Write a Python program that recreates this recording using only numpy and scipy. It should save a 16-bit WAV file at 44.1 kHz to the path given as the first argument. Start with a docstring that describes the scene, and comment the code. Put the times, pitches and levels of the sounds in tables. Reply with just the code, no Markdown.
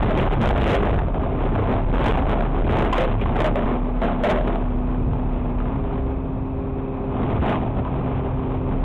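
"""A bin is shaken out into the steel hopper of a refuse truck: blows and a hail of knocks ring steel modes.
Under it the body booms and thumps, as shaped noise and swelling sines, with short pushes of low pressure.
The hydraulic pump whines in steps as its valve moves, over the firing thud and roar of the idling engine.
A small camera fixed to the truck body hears it all far too loud: its narrow-band converter clips,
so booms and blows turn into square-edged buzz."""
import sys
import numpy as np
from scipy import signal
from scipy.fft import rfft, irfft
from scipy.io import wavfile
from scipy.ndimage import uniform_filter1d

SR = 44100
rng = np.random.default_rng(int(sys.argv[2]) if len(sys.argv) > 2 else 0)


def unload_audio(sound):
    """Save the sound as a 16-bit wav file, at the path given as the first command line argument."""
    columns = np.transpose(np.atleast_2d(sound))
    # keep every value between -1 and 1, then stretch to whole-number steps
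    steps = np.round(np.clip(columns, -1, 1) * 32767)
    wavfile.write(sys.argv[1], SR, steps.astype(np.int16))


N = 389844


def gain_of(db):
    """Decibels to an amplitude factor."""
    return 10 ** (np.asarray(db) / 20)


def evened(x):
    """Scales to rms 1."""
    return x / np.sqrt(np.mean(x ** 2) + 1e-20)


def curves(rows):
    """Columns of a table as straight lines between its rows, one value a sample."""
    s, *columns = np.transpose(rows)
    return [np.interp(np.arange(N) / SR, s, c) for c in columns]


def held(rows, glide_s):
    """Columns of a table as steps, each gliding to the next."""
    s, *columns = np.transpose(rows)
    row = np.maximum(np.searchsorted(s, np.arange(N) / SR, "right") - 1, 0)
    return [uniform_filter1d(c[row], max(round(glide_s * SR), 1)) for c in columns]


def drift(top_hz):
    """Slow random wander of rms 1, fading out around top_hz."""
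    spectrum = rfft(rng.standard_normal(N))
    lowpass = np.exp(-(np.fft.rfftfreq(N, 1 / SR) / top_hz) ** 2)
    return evened(irfft(spectrum * lowpass, N))


def noise(points):
    """Noise of rms 1 with the given spectrum, drawn over log frequency."""
    f, db = np.transpose(points)
    hz = np.fft.rfftfreq(N, 1 / SR)
    shape = np.interp(np.log(hz + 1), np.log(f + 1), db, left=-60, right=-90)
    return evened(irfft(rfft(rng.standard_normal(N)) * gain_of(shape), N))


def ring(x, hz, t60):
    """One mode: a click of height 1 leaves a sine of height 1 that is 60 dB down after t60 seconds."""
    pole = np.exp((2j * np.pi * hz - np.log(1000) / t60) / SR)
    return signal.lfilter([1], [1, -pole], x).imag


def add(mix, s, sound):
    """Lays a sound into the mix at a time in seconds."""
    part = mix[round(s * SR):][:len(sound)]
    part += sound[:len(part)]


# Modes of the steel hopper. 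Each row: pitch in Hz, relative level in dB, time to fall 60 dB after a blow in s.
HOPPER = [(217.2, 1, 0.15), (303.4, 0.5, 0.076), (409.7, 2, 0.091), (525, -3, 0.05), (626, -3.5, 0.071),
          (680, -5, 0.15), (754, -3, 0.067), (856, -1.5, 0.062), (1030, -2.5, 0.05), (1228, -9, 0.069),
          (1510, -9, 0.016), (2120, -16, 0.032), (2400, -22, 0.056)]
# Single blows on the steel. Each row: start in seconds, strength in dB, note of the struck panel in Hz,
# length of the chatter after it in seconds (at least 5 ms is used).
BLOWS = [(.103, -12, 622, 0.15), (0.176, -5, 530, 0.073), (.267, -11, 750, 0.046), (.337, -8, 813, 0.0066),
         (.41, 1.5, 213, 0.021), (.458, 2, 625, 0.023), (.49, -0.5, 696, 0.03), (.56, -3.5, 666, 0.029),
         (.672, -15, 706, 0.0099), (0.709, -3, 494, 0.042), (.744, 4.5, 562, 0.031),
         (.835, -13.5, 556, 0.033), (0.941, -10, 578, 0.017), (0.989, -9.5, 910, 0.025),
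         (1.019, -17, 700, 0.016), (1.084, -17.5, 686, 0.013), (1.145, -14, 662, 0.065),
         (1.262, -18, 692, 0.098), (1.589, -14.5, 412, 0.021), (1.695, -16.5, 680, 0.12),
         (1.878, -27, 870, 0.18), (1.955, -8, 577, 0.073), (2.003, -18, 496, 0.011),
         (2.058, -8, 900, 0.083), (2.173, -10, 761, 0.091), (2.295, -7, 605, 0.048),
         (2.408, -13, 688, 0.037), (2.689, -15, 680, 0.07), (2.788, -13, 550, 0.076),
         (2.928, -3, 1010, 0.074), (2.981, 4.5, 525, 0.072), (3.078, -12, 830, 0.097),
         (3.214, -21.5, 2440, 0.033), (3.259, -12, 1012, 0.01), (3.356, -6.5, 730, 0.029),
         (3.404, -2, 638, 0.018), (3.444, -1.5, 618.5, 0.049), (3.557, -5, 575, 0.052),
         (4.019, -9, 654, 0.066), (4.236, 0, 610, 0.062), (4.289, -3, 614, 0.12), (4.45, -16, 705, 0.042),
         (4.558, -12.5, 691, 0.014), (5.134, -20.5, 893, 0.11), (5.586, -31, 2200, 0.03),
         (5.603, -21, 1250, 0.0076), (5.657, -24.5, 1266, 0.0064), (5.72, -24, 933, 0.11),
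         (7.461, -10, 706, 0.06), (7.511, -14, 802, 0.03), (7.538, -17, 910, 0.033),
         (7.851, -18, 1030, 0.049)]
PANEL_CYCLES = 32  # cycles the struck panel rings before it is 60 dB down
NEIGHBOURS_DB = 2.5  # the rest of the hopper against the struck panel


def blows():
    """Each blow is a strike and its chatter, ringing one panel and the hopper modes near its note."""
    out = np.zeros(N)
    t = np.arange(SR // 3) / SR
    for s, blow_db, spot_hz, length in BLOWS:
        # a first strike, then about 1500 weaker knocks a second that hold for a while and stop
        chatter = rng.standard_normal(len(t)) * (rng.random(len(t)) < 1500 / SR) * 0.18
        chatter[0] = 1
        chatter *= np.exp(-(t / max(length, .005)) ** 3)
        near = np.zeros(len(t))
        for hz, db, t60 in HOPPER:
            octaves_away = abs(np.log2(hz / spot_hz))
            near += gain_of(db - 20.0 * octaves_away) * ring(chatter, hz, t60)
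        panel = ring(chatter, spot_hz, PANEL_CYCLES / spot_hz)
        clang = panel / abs(panel).max() + gain_of(NEIGHBOURS_DB) * near / abs(near).max()
        crunch = ring(chatter, 2300, .002)
        crunch_db = -14.0 + 0.41 * blow_db  # stronger blows crunch more
        both = clang / abs(clang).max() + gain_of(crunch_db) * crunch / abs(crunch).max()
        add(out, s, gain_of(blow_db) * both)
    return out


# How restless truck and load are between the spills. Each row: time in seconds, boom of the body in dB,
# rattle in the hopper in dB.
UNREST = [(0, -24, -25), (.9, -17.5, -18), (1.1, -21.5, -30), (1.35, -27, -27.5), (1.55, -24.5, -20),
          (1.9, -25.5, -29.5), (2.4, -22, -20), (3.2, -31.5, -29.5), (3.7, -25.5, -22), (3.9, -30.5, -29.5),
          (4.55, -29, -22), (4.68, -27, -30), (5.4, -31.5, -35.5), (6.0, -29.5, -32), (6.4, -31, -44.5),
          (7.0, -33, -36.5), (7.2, -25.5, -25), (7.7, -26.5, -29), (8.84, -30, -30.5)]
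# Part of the load slides out and lands. Each row: loudest moment in seconds, boom in dB, rattle in dB,
# crackle of bags in dB, length in seconds.
SPILLS = [(0.029, -31, -15, -34, 0.35), (0.193, -17, -15.5, -32.5, 0.12), (0.323, -18, -22, -33, 0.038),
          (0.446, -9, -17, -36, 0.14), (0.621, -11, -16, -29.5, 0.09), (0.719, -12.5, -15, -27.5, 0.12),
          (0.93, -14.5, -21.5, -35, 0.063), (1.736, -25, -17, -42, 0.14), (1.96, -18.5, -14.5, -37, 0.12),
          (2.094, -17, -11.5, -27.5, 0.12), (2.314, -22, -13.5, -32, 0.047),
          (2.719, -8, -17.5, -34.5, 0.16), (2.787, -18.5, -10.5, -38, 0.15),
          (3.018, -16, -18.5, -28.5, 0.11), (3.119, -28, -17.5, -36.5, 0.064),
          (3.232, -18.5, -19, -34, 0.066), (3.404, -17, -15, -44, 0.19), (4.049, -18.5, -17.5, -42, 0.076),
          (4.305, -17, -12.5, -39, 0.086), (4.477, -16, -24, -44, 0.036), (5.098, -20, -48, -66, 0.17),
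          (7.352, -17.5, -25, -48, 0.16), (7.501, -21.5, -15.5, -35, 0.13), (7.783, -20, -25.5, -55, 0.064)]
SPILL_EDGE = 1.38  # larger = more abrupt start and stop
CRACKLE_DB = -26  # crackle of the bags between spills, against the rattle


def shaking(layer):
    """Gain of the boom (0), rattle (1) or crackle (2): the unrest plus every spill, added as powers."""
    boom_db, rattle_db = curves(UNREST)
    unrest_db = (boom_db, rattle_db, rattle_db + CRACKLE_DB)[layer]
    t, power = np.arange(N) / SR, gain_of(2 * unrest_db)
    for s, *db, length in SPILLS:
        near = slice(max(round((s - 2 * length) * SR), 0), round((s + 2 * length) * SR))
        hump = np.exp(-2 * abs((t[near] - s) / (length / 2)) ** SPILL_EDGE)
        power[near] += gain_of(2 * db[layer]) * hump
    return np.sqrt(power)


CLUMP_DB = 2.2  # rms wander of the knocks' size


def falling_load():
    """A hail of small knocks rings the hopper, each at one mode, while bags crunch as they land."""
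    size_db = 1.98 * np.minimum(rng.exponential(1, N), 5) + CLUMP_DB * drift(12.8)
    happens = rng.random(N) < 2500 / SR  # about 2500 knocks a second
    knocks = gain_of(size_db) * rng.choice([-1., 1.], N) * happens
    spot = rng.integers(0, len(HOPPER), N)
    rattle = np.zeros(N)
    for k, (hz, db, t60) in enumerate(HOPPER):
        rattle += gain_of(db) * ring(knocks * (spot == k), hz, 0.29 * t60)  # shorter than after a blow
    crinkle = ring(knocks, 2400, .002)
    return evened(rattle) * shaking(layer=1) + evened(crinkle) * shaking(layer=2)


# Spectrum of the truck body booming. Each row: frequency in Hz, relative density in dB per Hz.
BODY = [(20, -9), (45, -2), (65, 1), (100, -2), (140, -4), (200, -20), (300, -22.5), (600, -41)]


def body_boom():
    """Low noise of the body, as loud as the load is restless."""
    return noise(BODY) * shaking(layer=0) * gain_of(2.14 * drift(0.52))


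# Low thumps through the chassis. Each row: start in seconds, strength in dB before the swell and decay,
# pitch in Hz.
THUMPS = [(0.298, -18.5, 48.5), (0.522, -9, 62.2), (0.898, -10.5, 56.2), (1.55, -9.5, 100.4),
          (1.95, -6, 49.96), (2.119, -10, 64.2), (2.621, -16, 54.5), (2.798, -16.5, 69.4),
          (3.079, -10.5, 106.2), (5.97, -14.5, 64.54), (7.351, -14.5, 67.27), (7.62, -17, 118.3),
          (7.78, -30, 70.6)]


def thumps():
    """Single low sines that swell in a cycle or more and ring out."""
    out = np.zeros(N)
    t = np.arange(SR // 2) / SR
    for s, db, hz in THUMPS:
        swell = 1 - np.exp(-t / 0.024)
        decay_db = -60 * t / 0.69
        add(out, s, gain_of(db + decay_db) * swell * np.sin(2 * np.pi * hz * t))
    return out


# Short pushes of low pressure. Each row: middle in seconds, direction of the pressure as a sign.
PUSHES = [(.376, 1), (.546, 1), (.82, -1), (.986, 1), (1.056, -1), (1.19, 1), (1.863, -1), (2.262, -1),
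          (2.638, 1), (2.686, 1), (3.291, 1), (3.65, 1)]
PUSH_DB, PUSH_S = -11, 0.0084  # height and length of a push


def pressure_pushes():
    """One-sided pushes with rounded edges that drive the converter into clipping and briefly mask the rest."""
    out = np.zeros(N)
    push = signal.windows.tukey(round(PUSH_S * SR), .5)
    for s, direction in PUSHES:
        add(out, s - PUSH_S / 2, direction * gain_of(PUSH_DB) * push)
    return out


# Valve settings of the pump, each held until the next. Each row: start in seconds, pump ripple in Hz,
# its level in dB, overtone near 3/2 in dB (the one near 2 is 10 dB weaker), undertone at 1/2 in dB.
PUMP = [(0, 259.5, -44, -38, -39), (1.1, 263.2, -32.5, -37.5, -36), (1.9, 263.6, -31, -61, -47),
        (3.0, 256.5, -36, -56, -42), (3.5, 247.7, -28, -57, -51), (4.75, 249.8, -27.5, -58, -41),
        (5.05, 254.5, -29.5, -42, -63), (5.33, 247.2, -29, -46.5, -42), (5.7, 268.3, -30, -52, -27.5),
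        (5.78, 263.9, -32, -35, -38), (6.15, 263.6, -31.5, -40.5, -37.5), (6.55, 263.4, -32.5, -35, -38),
        (7.14, 259, -30.5, -43, -35), (7.4, 259.8, -35, -39, -34.5), (7.88, 258.9, -33.5, -42, -30.5),
        (8.35, 260, -29.5, -36, -34.5)]
VALVE_S = 0.025  # glide from one setting to the next


def pump():
    """Pressure ripple: the lines sit at or near multiples of half the main whine."""
    hz, main_db, over_db, under_db = held(PUMP, VALVE_S)
    half = np.pi * np.cumsum(hz * (1 + 0.003 * drift(7.8))) / SR  # phase of half the whine, radians
    sway = gain_of(0.29 * drift(18.0))
    main = gain_of(main_db) * np.cos(2 * half)
    overtones = gain_of(over_db) * (np.cos(3.04 * half) + gain_of(-10) * np.cos(4.05 * half))
    undertone = gain_of(under_db) * np.cos(half)
    return np.sqrt(2) * sway * (main + overtones + undertone)


# Level of the firing thud. Each row: time in seconds, level in dB before the order levels and the wander.
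FIRING = [(0, -22), (.6, -21.5), (1.2, -30.5), (1.5, -21), (1.7, -28.5), (1.85, -19), (2.2, -24.5),
          (2.7, -19), (3.3, -23.5), (3.9, -24.5), (4.6, -24.5), (5.4, -29), (6.0, -30), (6.4, -38.5),
          (6.9, -39.5), (8.1, -36.5), (8.6, -35), (8.84, -21)]
# Spectrum of the engine and fan roar. Each row: frequency in Hz, relative density in dB per Hz.
ROAR = [(22, -5), (40, -6), (70, -5), (135, 1.5), (230, -1.5), (450, -8), (700, -8.5), (1100, -13),
        (1500, -27), (2000, -33), (2600, -27.5), (2850, -45), (3400, -60), (4000, -60)]
FIRING_HZ, ROAR_DB = 36.61, -31.5  # mean firing rate; roar level before its wander


def engine():
    """The firing thud with a few overtones, over a roar that throbs with it."""
    level_db = curves(FIRING)[0] + 2.2 * drift(9.5)
    turns = np.cumsum(FIRING_HZ * (1 + 0.0502 * drift(5.6))) / SR  # firings so far
    orders = ((1, 2.5), (2, -23.5), (3, -14.5), (4, -12.0))  # (multiple, dB)
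    thud = sum(gain_of(db) * np.cos(2 * np.pi * k * turns) for k, db in orders)
    throb = 1 + 0.039 * np.cos(2 * np.pi * turns)
    roar = noise(ROAR) * throb * gain_of(ROAR_DB + 1.0 * drift(6.6))
    return np.sqrt(2) * gain_of(level_db) * thud + roar


def scene():
    """Everything reaches the one microphone on the truck body."""
    load = blows() + falling_load()
    body = body_boom() + thumps() + pressure_pushes()
    return (load + body + pump() + engine())[None]


CONVERTER_HZ = 8000  # sample rate of the camera's converter
SMOOTH_HZ, EDGE_HZ = 3810, 15800  # cutoffs of the smoothing filter and of the final low-pass


def record(dry):
    """Clips in a slow converter; the smoothing filter overshoots and its peaks are squashed once more."""
    slow = signal.resample_poly(dry[0], CONVERTER_HZ, SR)
    full, hardness = 0.1388, 14  # clipping level, sharpness of its corner
    slow = slow / (1 + abs(slow / full) ** hardness) ** (1 / hardness)
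    # gritty noise follows how fast the clipped wave swings, averaged over 5 ms
    swing = np.sqrt(uniform_filter1d(np.diff(slow, prepend=0) ** 2, size=40) + 1e-12)
    slow = slow + 0.077 * swing * rng.standard_normal(len(slow))
    # resampling passes through SR * 80, where the smoothing filter works
    smoothing = signal.firwin(441 * 22 + 1, SMOOTH_HZ, window=("kaiser", 9), fs=SR * 80)
    fast = signal.resample_poly(slow, SR, CONVERTER_HZ, window=smoothing)[:N]
    knee, room = .141, .0032  # peaks above the knee are squashed into the room
    over = np.maximum(abs(fast) - knee, 0)
    fast = fast - np.sign(fast) * (over - room * np.tanh(over / room))
    fast = fast * np.minimum(np.arange(N) / (.003 * SR), 1)  # 3 ms fade-in
    edge = signal.firwin(511, EDGE_HZ, window=("kaiser", 9), fs=SR)
    return signal.oaconvolve(fast, edge, "same")[None]


dry = scene()
out = record(dry)
unload_audio(out)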